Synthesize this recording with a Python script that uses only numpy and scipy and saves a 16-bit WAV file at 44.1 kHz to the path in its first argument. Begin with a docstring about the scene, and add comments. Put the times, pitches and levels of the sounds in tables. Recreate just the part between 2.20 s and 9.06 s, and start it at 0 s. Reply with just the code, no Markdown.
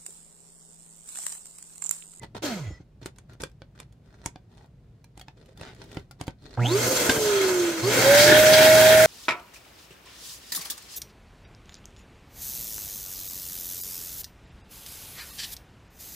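"""A bearing squeaks and fingers shift a crackling plastic balloon on a pump nozzle, over a low room rumble.
The electric pump's fan runs out briefly; later the motor starts, is switched off and knocked while it coasts,
then starts again and whines up to speed while air rushes into the balloon, close up in a small room.
Shaft speed drives sine whines, shaped-noise air and motor whistle; load and switch set the mains buzz.
Balloon and case are noise bursts ringing decaying modes; rubbing is dense random ticks in shaped noise."""
import sys
import numpy as np
from scipy import signal
from scipy.fft import rfft, irfft
from scipy.io import wavfile
from scipy.ndimage import uniform_filter1d, map_coordinates

SR = 44100
rng = np.random.default_rng(int(sys.argv[2]) if len(sys.argv) > 2 else 0)


def waveform_to_disk(signal):
    """Save audio, clipped to [-1, 1], as 16-bit WAV at the path in sys.argv[1]."""
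    frames = np.transpose(np.atleast_2d(signal))
    scaled = np.clip(frames, -1, 1) * 32767
    samples = np.round(scaled).astype(np.int16)
    wavfile.write(sys.argv[1], SR, samples)


N = 302526
T = np.arange(N) / SR
BINS = np.maximum(np.arange(N // 2 + 1) * SR / N, 1)  # spectrum frequencies, Hz


def undb(db):
    """Decibels to gain."""
    return 10 ** (np.asarray(db) / 20)


def contour(points):
    """Spectral gain interpolated over log frequency from (f/Hz, level/dB) points."""
    hz, db = np.transpose(points)
    return undb(np.interp(np.log(BINS), np.log(hz), db))


def band(x, hz, kind, order=2):
    """Butterworth filter."""
    return signal.sosfilt(signal.butter(order, hz, kind, fs=SR, output="sos"), x)


def pan(db):
    """Left and right gains for a level difference in dB."""
    return undb(np.array([[db], [-db]]) / 2)


def walk(rate):
    """Random wander with a spread near 1: levels held 1 / rate seconds, then smoothed twice."""
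    hold = int(SR / rate)
    steps = np.repeat(rng.standard_normal(N // hold + 1), hold)
    return 1.05 * uniform_filter1d(uniform_filter1d(steps, hold), hold)[:N]


def gate(start, end, edge):
    """One between start and end, with ramps of edge seconds."""
    return np.clip(np.minimum(T - start, end - T) / edge, 0, 1)


def swell(s, length):
    """A smooth bump of height one around time s."""
    return np.exp(-(2 * (T - s) / length) ** 2)


def lift(hz, resonances):
    """Decibels added by (f/Hz, width/Hz, lift/dB) resonances."""
    return sum(db / (1 + (2 * (hz - centre) / width) ** 2) for centre, width, db in resonances)


# how unlike the two microphones hear the noise: (f/Hz, side minus mid level/dB)
STEREO_WIDTH = [(60, -30), (500, -7.5), (1200, -4), (2200, -5.5), (4500, -2.5), (12000, -1)]


def noise(gain, drive=1):
    """Coloured stereo noise, alike in the bass and unrelated in the treble."""
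    mid, side = rfft(rng.standard_normal((2, N)) * drive) * gain
    side = side * contour(STEREO_WIDTH)
    polarity = np.array([[1], [-1]])
    return irfft(mid + polarity * side, N) / np.std(irfft(mid, N))


def ring(modes, t):
    """Decaying (f/Hz, level/dB, t60/s) modes, slightly detuned afresh at every blow."""
    out = 0
    for hz, db, t60 in modes:
        detuned_hz = hz * (1 + 0.0093 * rng.standard_normal())
        out = out + undb(db) * np.sin(2 * np.pi * detuned_hz * t) * undb(-60 * t / t60)
    return out


def add(out, s, sound):
    """Mix a short sound in at time s."""
    i = int(s * SR)
    out[:, i:i + sound.shape[-1]] += sound[..., :N - i]


def cavity(x, t60=.025, share=.45):
    """Dense reflections in a small hollow comb the treble, differently towards each microphone."""
    t = np.arange(SR // 20) / SR
    echoes = band(rng.standard_normal((2, len(t))), 830, "highpass") * undb(-60 * t / t60) * (t > .001)
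    echoes = share * echoes / np.sqrt(np.sum(echoes ** 2, axis=1, keepdims=True))
    return x + signal.fftconvolve(x, echoes, axes=1)[:, :N]


def room(x, t60=0.13, wet_db=-14.5):
    """A short, dull tail from the walls, after a 6 ms gap."""
    t = np.arange(SR // 3) / SR
    tail = band(rng.standard_normal((2, len(t))), [300, 5000], "bandpass", order=1)
    tail = tail * undb(-60 * t / t60) * (t > .006)
    tail = tail / np.sqrt(np.sum(tail ** 2, axis=1, keepdims=True))
    return x + undb(wet_db) * signal.fftconvolve(x, tail, axes=1)[:, :N]


# colour of the room's rumble: (f/Hz, relative level/dB per Hz)
RUMBLE_COLOUR = [(20, -16), (55, -0.5), (85, -12.5), (118, -1.5), (175, -10), (260, -19.5), (500, -26.5),
                 (1200, -40), (4000, -48), (15000, -63)]
RUMBLE_DB = -52


def rumble():
    """Low room tone: bass-heavy noise, gently wandering in level."""
    return noise(contour(RUMBLE_COLOUR)) * undb(RUMBLE_DB + walk(5.0))


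# bearing squeaks: (start t/s, end t/s, start f/Hz, end f/Hz, relative level/dB)
BEARING_SQUEAKS = [(-.02, .075, 2030, 1990, -56), (.415, .595, 2010, 1990, -58),
                   (.38, .52, 7250, 6750, -64), (.495, .55, 7170, 6950, -59), (.495, .585, 5400, 5080, -64)]


def bearing():
    """Thin, broken, falling bearing squeaks: sines with jittering pitch and level."""
    out = 0
    for start, end, first_hz, last_hz, db in BEARING_SQUEAKS:
        hz = np.interp(T, [start, end], [first_hz, last_hz])
        hz = hz * (1 + .012 * walk(45) + .012 * walk(500))
        strength = undb(db + 1 + 4 * walk(130)) * gate(start, end, .015)
        out = out + strength * np.sin(2 * np.pi * np.cumsum(hz) / SR)
    return out


# fingers rubbing the skin: (t/s, length/s, relative level/dB, patch f/Hz, patch squeak relative level/dB)
FINGER_SLIDES = [(0.01, 0.05, -46.5, 844, -6), (0.143, 0.049, -41, 890, -7), (0.81, 0.032, -51, 1500, -13),
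                 (1.08, 0.081, -54.5, 1460, -10), (1.199, 0.021, -41.5, 910, -9),
                 (1.547, 0.039, -58.5, 1420, -4), (1.82, 0.25, -61, 1580, -13),
                 (2.28, 0.22, -60, 840, -7.5), (2.45, 0.72, -79, 1380, -15), (3.14, 0.23, -62, 510, -2.5),
                 (3.34, 0.22, -50.5, 1650, -13), (3.53, 0.34, -50.5, 2900, -21),
                 (4.17, 0.3, -53, 4230, -13)]
# colour of the rubbed skin: (f/Hz, relative level/dB per Hz)
SKIN_COLOUR = [(150, 6), (350, 9.5), (650, 6.5), (930, 0.5), (1220, -4), (1500, 1), (2200, -4), (2750, -9),
               (4000, -4), (5500, -10.5), (9000, -17), (15000, -46)]
# creases set off by rubbing: their mean rate and the spread of their sizes
CREASES_PER_S, CREASE_SPREAD_DB = 220, 8
# rustle around every snap: lead and length, level relative to the snap's, patch pitch
RUSTLE_LEAD_S, RUSTLE_S, RUSTLE_DB, RUSTLE_HZ = 0.028, 0.072, -27.5, 980


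def handling():
    """Fingers stick and slip, setting off dense tiny creases that ring the patch of skin under them."""
    grip = undb(2.5 * walk(45))
    sizes = undb(CREASE_SPREAD_DB * np.minimum(rng.exponential(size=N), 2.5))
    creases = (rng.random(N) < CREASES_PER_S / SR) * sizes
    drive = grip * (uniform_filter1d(creases, size=24) + .04)
    crinkle = cavity(noise(contour(SKIN_COLOUR), drive), t60=.045, share=.8)
    # the whole balloon booms softly with every movement
    boom = noise(contour([(30, -1.5), (110, 1.0), (200, -7.0), (400, -5.0), (1000, -43.5)]))
    rustles = [(max(s - RUSTLE_LEAD_S, 0), RUSTLE_S, db + RUSTLE_DB, RUSTLE_HZ, -13)
               for s, db, *_ in SKIN_SNAPS]
    out = np.zeros((2, N))
    for s, length, db, hz, squeak_db in [*FINGER_SLIDES, *rustles]:
        span = slice(int(s * SR), int((s + length) * SR))
        patch = band(crinkle[:, span], [hz * .92, hz * 1.08], "bandpass", order=1)
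        squeak = undb(squeak_db) * patch / np.std(patch)
        rub = undb(-3.5) * crinkle[:, span] + squeak + boom[:, span]
        add(out, s, undb(db) * rub * signal.windows.tukey(rub.shape[1], .5))
    return out


# snaps of the skin, part levels before their trims: (t/s, level/dB, thump level/dB, treble level/dB,
# pop f/Hz, pop level/dB, ring f/Hz, ring level/dB)
SKIN_SNAPS = [(0.033, -34.5, -10, -1, 834, -2, 2070, -9), (0.859, -26, -21, 3.5, 360, 0, 1400, -8.5),
              (0.985, -42, -13, 6, 700, -19, 1530, -8), (1.219, -36, -21, 12.5, 1090, -12, 2300, -14),
              (1.236, -23, -19, 3, 494, -3, 1580, -6), (1.419, -40, -4.5, -19, 534, -2.5, 1520, -4.5),
              (1.601, -31, -15, 2, 1520, -27, 2363, -8), (2.06, -23, -8, 8.5, 940, -3.5, 2180, -10),
              (2.159, -40, 0, -28, 740, 1, 1600, -6.5), (2.976, -38, -7, 1.5, 770, -9, 2040, -13),
              (3.083, -35.5, -13, -23, 894, -2, 1700, -9.5), (3.412, -33.5, -4, -1, 494, -16, 1750, -7),
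              (3.771, -29, 2.5, -17, 684, -11, 1360, -4), (4.012, -24.5, -7, 1, 704, -6.5, 2160, -12),
              (4.08, -26.5, 0.5, -3.5, 900, -2.5, 2100, -14)]
# the taut balloon answering a snap or bump: (f/Hz, relative level/dB, t60/s)
BALLOON_MODES = [(122, -2, 0.052), (169, 0.5, 0.06), (301, 4.5, 0.032), (511, -4, 0.026), (774, -11, 0.071),
                 (1533, -25, 0.15)]
# the buckling patch as a small membrane: (multiple of its ring f, relative level/dB, t60/s)
PATCH_MODES = [(1, -1, .024), (1.5, -3, 0.024), (2.2, -4, 0.019), (2.95, -4.5, 0.015)]
POP_T60_S = 0.028


def snaps():
    """The skin buckles: a faint noise ramp, a dry crack, a ringing patch, a hollow pop and a thump of inner air."""
    out, t, ramp_s = np.zeros((2, N)), np.arange(SR // 5) / SR, .012
    age = np.maximum(t - ramp_s, 0)
    ramp = undb(-23.5) * t / ramp_s
    buckling = undb(0.5 - 60 * age / 0.015) + undb(-18.5 - 60 * age / 0.075)
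    for s, db, thump_db, treble_db, pop_hz, pop_db, ring_hz, ring_db in SKIN_SNAPS:
        burst = rng.standard_normal(len(t)) + 1.54 * rng.standard_normal((2, len(t)))
        burst = burst * np.where(t < ramp_s, ramp, buckling)
        crack = band(burst, [500, 6000], "bandpass")
        crack = undb(-2) * band(crack, 2800, "lowpass", order=1)
        treble = undb(treble_db - 7) * band(burst, [5000, 9400], "bandpass")
        patch = ring([(ring_hz * k, ring_db + mode_db, t60) for k, mode_db, t60 in PATCH_MODES], age)
        pop = ring([(pop_hz, pop_db, POP_T60_S)], age)
        thump = undb(thump_db - 1.5) * ring(BALLOON_MODES, age)
        add(out, s - ramp_s, undb(db) * (crack + patch + pop + treble + thump) * pan(-1.3))
    return out


# the switch is held down: (on t/s, off t/s)
SWITCH_HELD = [(4.37, 4.707), (5.619, 7)]
# full and slowest turns per second, spin-up time constant, and turns in which coasting slows by a factor e
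FULL_HZ, SLOWEST_HZ, SPIN_UP_S, COAST_TURNS = 633, 33, .197, 752
# the first run-out: start and end, its starting speed, drag time constant and dry friction
RUN_OUT_S, STOP_S, RUN_OUT_HZ, BRAKE_S, FRICTION_HZ_PER_S = .22, .64, 342, .4, 412


def shaft():
    """Turns per second: friction brakes the run-out, power closes in on full speed, air drag slows the coast."""
    friction_hz = FRICTION_HZ_PER_S * BRAKE_S
    decay = np.exp(-np.maximum(T - RUN_OUT_S, 0) / BRAKE_S)
    hz = np.maximum((RUN_OUT_HZ + friction_hz) * decay - friction_hz, SLOWEST_HZ)
    for on, off in SWITCH_HELD:
        shortfall = np.exp(-(np.clip(T, on, off) - on) / SPIN_UP_S)
        driven = FULL_HZ + (np.interp(on, T, hz) - FULL_HZ) * shortfall
        coasting = driven / (1 + driven * np.maximum(T - off, 0) / COAST_TURNS)
        hz = np.where(T < on, hz, coasting)
    return hz


# shaft harmonics from imbalance and the seven vanes:
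# (multiple of shaft f, level/dB relative to the air setting, shaft f/Hz above which it fades)
RATTLE_ORDERS = [(3, -17, 300), (4, -18, 180), (7, -23.5, 470)]
# the housing passes the whine at some speeds and swallows it at others: (shaft f/Hz, width/Hz, lift/dB)
WHINE_PASS = [(105, 42, 6), (224, 16, 8.5), (329, 12.5, -11), (344.7, 56, 11.5), (406, 75, 16),
              (487, 102, -6.5), (556.5, 73, 20), (639.6, 114, 22.5)]
# panels that sing when a harmonic sweeps through them: (f/Hz, width/Hz, lift/dB)
SINGING_PANELS = [(700, 260, 19), (1320, 170, 16), (3130, 360, 14), (4600, 1200, 6)]
# whine base level, the speed below which it dies away, and its flicker near standstill
WHINE_DB, WHINE_LOW_HZ, WOBBLE_DB = -39.5, 72, 6


def rotor(hz, phase, air_db):
    """The unbalanced fan sings once a turn; its rattling overtones grow with the air it moves."""
    flicker_db = 0.69 * walk(33) + WOBBLE_DB * (1 - hz / FULL_HZ) ** 2 * walk(80)
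    whine = undb(WHINE_DB + lift(hz, WHINE_PASS) + flicker_db) * np.sin(phase)
    whine = whine / (1 + (WHINE_LOW_HZ / hz) ** 4)
    overtones = 0
    for k, db, fade_hz in RATTLE_ORDERS:
        strength = undb(air_db + db + lift(k * hz, SINGING_PANELS) + 2.5 * walk(90))
        strength = strength / (1 + (hz / fade_hz) ** 8)
        overtones = overtones + strength * np.sin(k * phase + .5 * walk(250))
    return np.sqrt(2) * (whine + overtones) * pan(-2.7)


DRIFT, FLOW_BEND = .008, .025  # wander and rise with the flow, as shares of pitch


def drift(x, hz):
    """Slide all the resonances of a steady noise together, wandering and rising a little with the flow."""
    place = np.cumsum(1 + DRIFT * walk(7) + FLOW_BEND * (hz / FULL_HZ - .85))
    return np.array([map_coordinates(side, [place], order=3, mode="mirror") for side in x])


# air inside the housing: (f/Hz, relative level/dB per Hz)
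FAN_COLOUR = [(30, -18), (90, 5), (200, 5), (330, 11), (600, 7.5), (950, 3), (1500, -1), (2600, -1.5),
              (5000, -3.5), (9000, -11.5), (10300, -14), (10950, -21), (11800, -14.5), (15500, -18.5)]
# the jet into the balloon: (f/Hz, relative level/dB per Hz)
JET_COLOUR = [(30, -14), (60, 0.5), (140, 6), (450, 5.5), (780, 7.5), (1130, -2), (1600, 8), (2200, 5.5),
              (2750, -0.5), (3500, 1.5), (7500, -7), (10950, -11), (12000, -10), (15500, -10)]
# housing resonances: (f/Hz, width/Hz, lift/dB)
HOUSING_MODES = [(1450, 40, 3.5), (1660, 190, 5.5), (1915, 19, 8), (2170, 246, 4.5), (6350, 130, 12),
                 (7380, 170, 8)]
HOUSING_ECHO, JET_ECHO = .7, .45  # reflections relative to the direct noise


def air(hz, phase, air_db, hiss_db, jet_share):
    """Turbulence rings the housing; as the nozzle opens, the jet into the balloon takes over."""
    housing_db = lift(BINS, HOUSING_MODES)
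    churn = (1 + 0.094 * np.sin(phase)) * undb(0.97 * walk(90))
    fan = noise(contour(FAN_COLOUR) * undb(housing_db))
    jet = noise(contour(JET_COLOUR) * undb(0.43 * housing_db))
    share = np.clip(jet_share, 0, 1)
    out = 0
    for flow, weight, echo in ((fan, np.sqrt(1 - share), HOUSING_ECHO), (jet, np.sqrt(share), JET_ECHO)):
        mono = flow.mean(0)
        body_rms = np.std(band(mono, [1200, 5000], "bandpass", order=4))
        hiss_rms = np.std(band(mono, [8000, 15000], "bandpass", order=4))
        flow = drift(cavity(flow, share=echo), hz)
        hiss = irfft(rfft(flow) / (1 + (7000 / BINS) ** 4), N)
        body = (flow - hiss) / body_rms * pan(0.19)
        out = out + weight * (body + hiss / hiss_rms * undb(hiss_db) * pan(-1.1))
    return out * churn * undb(air_db + 0.85 * walk(10))


# short rises and dips in one band of the rushing air: (t/s, length/s, low f/Hz, high f/Hz, lift/dB)
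BAND_SWELLS = [(0.28, 0.13, 1610, 5200, 4), (4.7, 0.064, 511, 9000, -3.5), (4.97, 0.054, 2300, 8000, -4),
               (5.02, 0.058, 1090, 2580, -11), (5.173, 0.32, 1240, 2180, 5.5), (5.206, 0.24, 3000, 4250, 4),
               (5.515, 0.22, 1520, 5360, 1.5), (6, 0.069, 1810, 3800, 3), (6.012, 0.14, 3000, 14200, 4.5),
               (6.056, 0.11, 4300, 5670, 6), (6.272, 0.038, 1920, 8000, 5), (6.34, 0.032, 2700, 6000, 4.5),
               (6.43, 0.11, 2400, 4800, 4), (6.646, 0.32, 1420, 2580, 1.5)]


def band_swells(x):
    """Short rises and dips, each in one band of the rushing air."""
    spectrum = rfft(x)
    for s, length, low_hz, high_hz, db in BAND_SWELLS:
        part = irfft(spectrum / (1 + (low_hz / BINS) ** 10 + (BINS / high_hz) ** 10), N)
        x = x + part * (undb(db * swell(s, length)) - 1)
    return x


# centres of the air bands that wander independently: (f/Hz)
WANDERING_BANDS = [850, 1650, 2200, 3400, 4700]


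def gurgle(x, depth_db=2.2):
    """Each band of the air noise wanders randomly in level."""
    wander = 0
    for hz in WANDERING_BANDS:
        part = band(x, [hz * .86, hz * 1.16], "bandpass", order=1)
        wander = wander + part * (undb(depth_db * walk(16) - .5) - 1)
    return x + wander


# the case shakes with the buzz around a low speed: (shaft f/Hz, width/Hz, lift/dB)
CASE_SHAKE = [(184, 280, 10)]
BUZZ_DB, STALL_DB = -38, 10  # buzz base level, and its rise towards standstill


def current(hz):
    """Level of the mains buzz in dB: a slow motor draws more current, a coasting one none."""
    powered = sum(gate(on, off, .018) for on, off in SWITCH_HELD)
    switch_db = 20 * np.log10(powered + 1e-4)
    return BUZZ_DB + STALL_DB * (1 - hz / FULL_HZ) + lift(hz, CASE_SHAKE) + switch_db


# partials of the slot whistle: (multiple of shaft f, relative level/dB)
WHISTLE_ORDERS = [(12, 0), (10, -17), (14, -17), (24, -21)]
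SLOT_DB, SLOT_FLICKER_DB = -12, 3  # whistle level relative to the capped buzz, and its flicker


def windings(hz, phase, buzz_db):
    """Current pulls the iron at twice the mains rate, and twelve armature slots whistle past the poles."""
    mains = 2 * np.pi * 120 * T
    buzz = np.sin(mains)
    for k in range(2, 9):
        wander = rng.uniform(0, 2 * np.pi) + .5 * walk(60)
        buzz = buzz + undb(-15.5) * k ** -.4 * np.sin(k * mains + wander)
    slots = sum(undb(db) * np.sin(k * phase + 1.1 * walk(700)) for k, db in WHISTLE_ORDERS)
    slots = slots * (1 + .8 * np.sin(mains))
    # the whistle saturates with current; it needs some speed and fades again near the top
    slots_db = np.minimum(buzz_db, -30) + SLOT_DB + lift(12 * hz, SINGING_PANELS)
    slots_db = slots_db + SLOT_FLICKER_DB * walk(150)
    slots = undb(slots_db) * slots * np.minimum(hz / 150, 1) / (1 + (hz / 450) ** 8)
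    # the strain of speeding up brings out the third shaft harmonic
    strain = undb(np.minimum(buzz_db, -26) - 6.5) * np.sin(3 * phase + .5 * walk(250))
    strain = strain / (1 + (hz / 400) ** 8 + (270 / hz) ** 8)
    return np.sqrt(2) * (undb(buzz_db) * buzz * pan(-3.5) + slots + strain)


# the balloon's neck flapping as it unfolds: (f/Hz, relative level/dB per Hz)
FLAP_COLOUR = [(100, -31), (260, -15), (340, 1), (420, -5), (650, -39), (1350, -27), (1730, -2),
               (2200, -61), (4000, -54)]
# air and hiss settings at full speed, before the rush trim, and how steeply each grows with speed
FAN_DB, FAN_DB_PER_DECADE = -27, 32.5
HISS_DB, HISS_DB_PER_DECADE = -27, 56.5
RUSH_TRIM_DB = -1.96
# the neck opens and the jet adds its roar, which eases as the balloon fills
OPEN_S, OPENING_S, JET_DB, EASE_DB_PER_S = 5.623, 0.29, 9.5, 2.5
# the open neck flutters; once it flaps hard and chokes the hiss
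FLUTTER_DB = -32.5
FLAP_S, FLAP_LENGTH_S, FLAP_DB, CHOKE_DB = 6.125, 0.089, -18.5, -3


def pump():
    """Shaft speed sets the whine, the air and the buzz; the opening neck adds the jet and its flapping."""
    hz = shaft()
    phase = 2 * np.pi * np.cumsum(hz * (1 + 0.0019 * walk(40))) / SR
    decades = np.log10(hz / FULL_HZ)
    opening = np.clip((T - OPEN_S) / OPENING_S, 0, 1)
    flapping = swell(FLAP_S, FLAP_LENGTH_S)
    jet_db = opening * (JET_DB - EASE_DB_PER_S * (T - OPEN_S))
    air_db = FAN_DB + FAN_DB_PER_DECADE * decades + jet_db
    hiss_db = HISS_DB + HISS_DB_PER_DECADE * decades + CHOKE_DB * flapping
    flap = (undb(FLUTTER_DB) * opening + undb(FLAP_DB) * flapping) * noise(contour(FLAP_COLOUR))
    rush = air(hz, phase, air_db, hiss_db - air_db, opening)
    rush = undb(RUSH_TRIM_DB) * gurgle(band_swells(rush))
    # heard during the run-out, then from the first switch-on
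    turning = gate(RUN_OUT_S, STOP_S, 0.013) + np.clip((T - SWITCH_HELD[0][0]) / 0.003, 0, 1)
    return (rotor(hz, phase, air_db) + rush + windings(hz, phase, current(hz)) + flap) * turning


# soft bumps of the balloon: (t/s, relative level/dB)
BALLOON_BUMPS = [(0.471, -36), (0.506, -31), (0.602, -35.5), (0.824, -40)]


def bumps():
    """Soft bumps boom the air in the balloon, first as the fan comes to rest, then under the hand."""
    out, t = np.zeros((2, N)), np.arange(SR // 5) / SR
    for s, db in BALLOON_BUMPS:
        boom = band(ring(BALLOON_MODES, t), 260, "lowpass", order=1)
        add(out, s, undb(db) * boom * np.minimum(t / 0.0027, 1))
    return out


# the film around a crease: (f/Hz, relative level/dB, t60/s)
FILM_MODES = [(828, -2, 0.028), (1457, -6, 0.031), (2070, -12.5, 0.036), (2390, -11.5, 0.033),
              (3620, -1.5, 0.022), (4830, -0.5, 0.014), (7200, -6, 0.0091)]


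def crease():
    """One tiny buckle: a tick that rings a patch of film, each of its own size."""
    t = np.arange(SR // 20) / SR
    size = undb(1.1 * rng.standard_normal())
    tick = band(rng.standard_normal((2, len(t))), [900, 9000], "bandpass", order=1) * undb(-60 * t / 0.037)
    modes = [(hz * size, db + 3 * rng.standard_normal(), t60) for hz, db, t60 in FILM_MODES]
    return undb(-5.5) * tick + undb(-9) * ring(modes, t)


# small creases popping out: (t/s, relative level/dB)
SINGLE_CREASES = [(0.866, -34), (1.134, -47), (1.207, -33), (0.961, -50), (1.297, -56), (1.316, -56),
                  (1.725, -51), (2.079, -53), (2.459, -56), (2.843, -43.5), (2.996, -37.5), (3.013, -35.5),
                  (3.259, -49), (3.375, -41.5), (3.548, -45), (3.64, -41.5), (3.717, -40.5), (3.746, -39.5),
                  (3.911, -34.5), (4.038, -43), (4.069, -35)]
# a finger judders across the taut skin: start, length, slip rate, relative level
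JUDDER_S, JUDDER_LENGTH_S, SLIPS_PER_S, JUDDER_DB = 3.436, 0.097, 130, -35


def crackle():
    """Single creases pop out, and a juddering finger plucks one patch of skin, pressing and easing."""
    out = np.zeros((2, N))
    for s, db in SINGLE_CREASES:
        add(out, s, undb(db) * crease() * pan(2 * rng.standard_normal()))
    slips = np.arange(JUDDER_S, JUDDER_S + JUDDER_LENGTH_S, 1 / SLIPS_PER_S)
    pressure = np.sin(np.pi * np.linspace(.2, .9, len(slips)))
    patch = crease()
    for s, press in zip(slips, pressure):
        pluck = band(patch + .5 * crease(), [700, 3300], "bandpass")
        add(out, s + .0008 * rng.standard_normal(), undb(JUDDER_DB) * press * pluck)
    return out


# knocks on the pump's plastic case: (t/s, relative level/dB, contact brightness f/Hz)
CASE_KNOCKS = [(4.373, -16, 810), (4.8918, -4, 1100), (4.895, -4.5, 5100), (4.942, -23, 1500),
               (4.964, -13, 1690), (4.977, -8, 700)]
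# the ringing case: (f/Hz, relative level/dB, t60/s)
CASE_MODES = [(269, -12.5, 0.09), (620, -6, 0.0056), (980, -18, 0.044), (1570, -4, 0.068),
              (2100, -12.5, 0.033), (3560, -9.5, 0.067), (5050, -7, 0.014)]


def knocks():
    """Blows on the pump's plastic case; a soft contact leaves only the low modes."""
    out, t = np.zeros((2, N)), np.arange(SR // 5) / SR
    for s, db, bright_hz in CASE_KNOCKS:
        contact = rng.standard_normal(len(t)) + .5 * rng.standard_normal((2, len(t)))
        blow = .5 * ring(CASE_MODES, t) + 0.5 * contact * undb(-60 * t / 0.055)
        add(out, s, undb(db) * band(blow * np.minimum(t / 0.00019, 1), bright_hz, "lowpass"))
    return out


def scene():
    """Pump and hands over the low rumble of the room; balloon and knocks get the wall tail."""
    low = rumble()
    return pump() + bearing() + room(snaps() + handling() + knocks() + bumps() + crackle()) + low


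def record(dry):
    """The microphone sheds the deepest bass, clips at full scale and cuts the top."""
    heard = np.clip(band(dry, 41, "highpass"), -1, 1)
    top_cut = signal.ellip(8, .2, 70, 15600, fs=SR, output="sos")  # ripple dB, rejection dB, edge Hz
    return signal.sosfilt(top_cut, heard)


dry = scene()
out = record(dry)
waveform_to_disk(out)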